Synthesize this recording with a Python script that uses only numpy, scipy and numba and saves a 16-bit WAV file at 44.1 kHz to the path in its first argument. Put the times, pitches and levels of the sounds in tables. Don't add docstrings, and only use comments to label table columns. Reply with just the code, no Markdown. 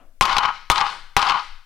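import sys
import numpy as np
from scipy import signal
from scipy.fft import rfft, irfft
from scipy.io import wavfile
from numba import njit

SR = 44100
rng = np.random.default_rng(int(sys.argv[2]) if len(sys.argv) > 2 else 0)


def inscribe(sig):
    pcm = np.round(np.clip(np.atleast_2d(sig).T, -1, 1) * 32767)
    wavfile.write(sys.argv[1], SR, pcm.astype(np.int16))


N = 72765

PREAMP_DB = 7.5
RIGHT_DB, UNLIKE_DB = -10.5, -36


def undb(db):
    return 10 ** (np.asarray(db, float) / 20)


def unit(x):
    return x / np.sqrt(np.mean(x ** 2))


def band(x, lo_hz, hi_hz):
    sos = signal.butter(2, [lo_hz, min(hi_hz, .45 * SR)], "band", fs=SR, output="sos")
    return signal.sosfilt(sos, x)


def taps(times, sizes):
    x = np.zeros(N)
    index = np.clip((np.asarray(times) * SR).astype(int), 0, N - 1)
    np.add.at(x, index, sizes)
    return x


def decay_per_sample(t60):
    return np.exp(-np.log(1000) / (t60 * SR))


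def mode(x, hz, t60):
    pole = np.exp(2j * np.pi * hz / SR) * decay_per_sample(t60)
    return signal.lfilter([1], [1, -pole], x).imag


# [f/Hz, level/dB, t60/s]
FADING = [(130, -63.5, 0.97), (256, -60, 1), (582, -51.5, 0.46), (1090, -55, 0.35), (1440, -62, 0.5),
          (2600, -61.5, .3)]


def dull_sound():
    t = np.arange(N) / SR
    dying = np.zeros(N)
    for hz, db, t60 in FADING:
        noise = unit(band(rng.standard_normal(N), hz / 1.21, hz * 1.22))
        dying += undb(db - PREAMP_DB - 60 * t / t60) * noise
    return dying


# [f/Hz, relative level/dB]
HISS = [(35, 20.5), (150, -12), (500, -18), (2000, -7), (6000, -10), (12000, -10), (16000, -14)]
HISS_DB = [[-63], [-69]]


def hiss():
    hz = np.arange(N // 2 + 1) * SR / N + 1
    corner_hz, corner_db = np.array(HISS).T
    shape = undb(np.interp(np.log(hz), np.log(corner_hz), corner_db))
    noise = irfft(rfft(rng.standard_normal((2, N))) * shape, N)
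    return undb(HISS_DB) * unit(noise)


# [t/s, level/dB before the channel gains]
RUMBLE = [(0.0, -56), (0.09, -41.5), (0.142, -52.5), (0.242, -38.5), (0.284, -44), (0.352, -28.5),
          (0.418, -49.5), (0.886, -41.5), (0.914, -54), (1.034, -38.5), (1.35, -65), (1.524, -33.5),
          (1.59, -41), (1.65, -56.5)]
RUMBLE_HZ = 14.5


def rumble():
    t = np.arange(N) / SR
    wave = np.sqrt(2) * np.sin(2 * np.pi * RUMBLE_HZ * t)
    level_db = np.interp(t, *np.array(RUMBLE).T)
    return wave * undb(level_db) * undb([[3.6], [3.0 + RIGHT_DB]])


# [t/s, level/dB, crack/dB, thud/dB]
BLOWS = [(0.2102, 27.5, -6, 5), (0.7004, 23.5, 2.5, 3.5), (1.1663, 23, 3.5, -1)]


def blows():
    return [(s, undb(db), undb(db + crack_db), undb(db + crack_db - 2.5)) for s, db, crack_db, _ in BLOWS]


THUD_HZ = (45, 80, 125, 220, 350, 520)
THUD_T60_S, THUD_DB = 0.041, -19


def thud():
    t, level_db, _, thud_db = np.array(BLOWS).T
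    strikes = taps(t, undb(level_db + thud_db + THUD_DB))
    return sum(mode(strikes, hz, THUD_T60_S * np.sqrt(80 / hz)) for hz in THUD_HZ)


# [t/s, level/dB, crack/dB]
CHATTER = [
    [(.21, -13, 3), (.25, -19.5, -33), (.3, -13.5, -6.5), (.35, -18.5, -0.5), (.4, -14, -25),
     (.45, -13.5, -14), (.5, -16, -17.5), (.525, -35.5, -18), (.56, -45, -13)],
    [(.70, -13, -1), (.74, -18, -14), (.78, -14, -3), (.82, -9, -30), (.86, -17, -2.5), (.9, -31, 2),
     (.95, -47.5, -18)],
    [(1.167, 0.5, -3), (1.2, -11, -12), (1.25, -13, -5.5), (1.3, -13, -8.5), (1.35, -12.5, -13.5),
     (1.385, -20.5, -6.5), (1.41, -31, -3.5), (1.45, -72, -19)],
]
CHATTER_PER_S, CHATTER_SPREAD_DB, CHATTER_CRACK_DB = 1100, 0.5, 1


def chatter():
    t = np.sort(rng.random(int(CHATTER_PER_S * N / SR))) * N / SR
    ring = np.zeros(len(t))
    for course in CHATTER:
        times, level_db, _ = np.array(course).T
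        ring += undb(np.interp(t, times, level_db, left=-200, right=-200))
    ring = ring * undb(CHATTER_SPREAD_DB * (rng.exponential(size=len(t)) - 3.5))
    times, _, crack_db = np.vstack(CHATTER).T
    crack = ring * undb(CHATTER_CRACK_DB + np.interp(t, times, crack_db))
    return np.array([t, ring, crack, crack * undb(-30)]).T


# [t/s, crack level/dB, treble/dB, ring level/dB]
SLAPS = [(0.2224, 14.5, -37, 9.5), (0.232, -4.5, -5, -18), (0.2532, 4.5, -14, 1), (0.2945, -11.5, -32, -1),
         (0.3124, -18, -39, -17), (0.3278, -13, -14, -16), (0.3666, 0.5, -22, -1.5), (0.3823, 6.5, -20, 3),
         (0.4321, -11, -42, -13), (0.4363, -27, -19, -8.5), (0.451, -14, -31, -1), (0.4555, -9, -37, -2.5),
         (0.714, 13, -8.5, 8.5), (0.7295, -12, -28, -10), (0.758, -2, -36, -5), (0.7794, -2.5, -36, -2),
         (0.8044, -9, -49.5, -28), (0.8111, -1, -40, 3), (0.8653, -22.5, -15, -8.5), (1.1914, 0, -16, -7),
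         (1.2167, 0.5, -26, -5), (1.2255, 1, -32, 4), (1.2675, -12, -44, -13), (1.287, -6, -22, -4.5),
         (1.2967, -3, -49, 5), (1.3068, -5, -50, 3.5), (1.3194, -12, -31, 1)]


def slaps():
    return [(s, undb(ring_db), undb(db + 12), undb(db + treble_db + 16)) for s, db, treble_db, ring_db in SLAPS]


RISE_S = 0.0015


def fade(x, t60):
    falling = signal.lfilter([1], [1, -decay_per_sample(t60)], x)
    k = decay_per_sample(RISE_S)
    return signal.lfilter([1 - k], [1, -k], falling)


# [f/Hz, relative level/dB, t60/s]
BOARD = [(610, -9, 0.027), (815.2, -1, 0.052), (899, -8, 0.024), (953.3, 2, 0.055), (1027.8, 2.5, 0.067),
         (1095.8, 0, 0.048), (1133.6, 1, 0.054), (1200, -3.5, 0.044), (1239.7, -5.5, 0.14),
         (1381.7, 0, 0.051), (1460, -5.5, 0.06), (1610, -1.5, 0.024), (1927, -5.5, 0.024),
         (2136, -7.5, 0.027), (2428, -8, 0.034), (2770, -8.5, 0.019), (2990, -7, .02), (3000, -12, 0.06),
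         (3710, -17.5, 0.016), (4057, -17, 0.029)]
MODE_SCATTER_DB, MODE_SPLIT = 4.5, 0.027
FLOOR_CUT_HZ = 760.7
CRACK_HZ, CRACK_T60_S = (1850, 5187), 0.029
TREBLE_HZ, TREBLE_T60_S = 5500, 0.032


def board():
    t, ring, crack, treble = np.vstack([blows(), slaps(), chatter()]).T
    pairs = [(hz * (1 + twin * MODE_SPLIT), db, t60) for hz, db, t60 in BOARD for twin in (0, 1)]
    luck = rng.standard_normal((len(t), len(pairs)))
    sign = np.sign(rng.standard_normal(luck.shape))
    sign[:len(BLOWS)] = -1
    sound = np.zeros(N)
    for k, (hz, db, t60) in enumerate(pairs):
        strikes = taps(t, sign[:, k] * ring * undb(MODE_SCATTER_DB * luck[:, k]))
        sound += undb(db - 17) * mode(strikes, hz, t60)

    crack_noise = fade(taps(t, crack), CRACK_T60_S) * rng.standard_normal(N)
    sound += undb(-11.5) * band(band(crack_noise, *CRACK_HZ), *CRACK_HZ)
    treble_noise = unit(band(rng.standard_normal(N), TREBLE_HZ, SR))
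    sound += undb(-22) * fade(taps(t, treble), TREBLE_T60_S) * treble_noise

    floor_cut = signal.butter(8, FLOOR_CUT_HZ, "high", fs=SR, output="sos")
    return signal.sosfilt(floor_cut, sound) + undb(-11.5) * sound + thud()


# [f/Hz, t60/s, level/dB]
GARAGE = [(150, 0.72, -35), (400, .5, -28), (746, 0.48, -28.5), (1160, 0.44, -32), (1960, 0.58, -20.5),
          (3110, 0.49, -23.5), (4830, 0.6, -21.5), (7400, .5, -18), (12500, 0.31, -27)]


def garage(x):
    t = np.arange(SR) / SR
    tail = np.zeros(SR)
    for hz, t60, db in GARAGE:
        noise = band(rng.standard_normal(SR), hz / 1.33, hz * 1.367)
        tail += undb(db - 60 * t / t60) * noise / np.sqrt(t60 * SR / 14)
    return signal.fftconvolve(x, tail * np.clip(t / 0.034, 0, 1))[:N]


def scene():
    dry = board()
    left = dry + garage(dry) + dull_sound()
    unlike = undb(UNLIKE_DB) * unit(garage(dry)) * np.std(left)
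    return np.array([left, undb(RIGHT_DB) * (left + unlike)])


@njit
def follow(x, up, down):
    e, out = 0., np.empty(len(x))
    for i in range(len(x)):
        e += (x[i] - e) * (up if x[i] > e else down)
        out[i] = e
    return out


def lowpass(x, hz):
    return signal.lfilter(*signal.butter(1, hz, fs=SR), x)


OVERLOAD_LEVEL, LOPSIDED = 2.0, 0.24
DROOP, MIC_LOW_HZ, MIC_SOFT_HZ = 0.34, 284, 8560
CEILING_DB, RATIO, ATTACK_S, RELEASE_S = -17, 7.06, 0.0027, 0.04
OUTPUT_CLIP, OUTPUT_SOFT_HZ, TOP_HZ = .7, 11400, 16500


def record(dry):
    top = OVERLOAD_LEVEL * undb([[0], [RIGHT_DB]])
    drive = dry * undb(PREAMP_DB) / top
    x = top * np.tanh(drive ** 3 / 3 + drive) * (1 + LOPSIDED * np.tanh(drive))
    x = x - DROOP * lowpass(x, MIC_LOW_HZ)
    x = lowpass(x, MIC_SOFT_HZ)

    level = follow(np.abs(x).mean(axis=0), 1 / (ATTACK_S * SR), 1 / (RELEASE_S * SR))
    x = x * np.minimum(1, undb(CEILING_DB) / (level + 1e-9)) ** (1 - 1 / RATIO)
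    clipped = np.clip(x, -OUTPUT_CLIP, OUTPUT_CLIP)
    x = lowpass(clipped, OUTPUT_SOFT_HZ) + hiss() + rumble()
    return signal.sosfilt(signal.ellip(12, .2, 90, TOP_HZ, fs=SR, output="sos"), x)


dry = scene()
out = record(dry)
inscribe(out)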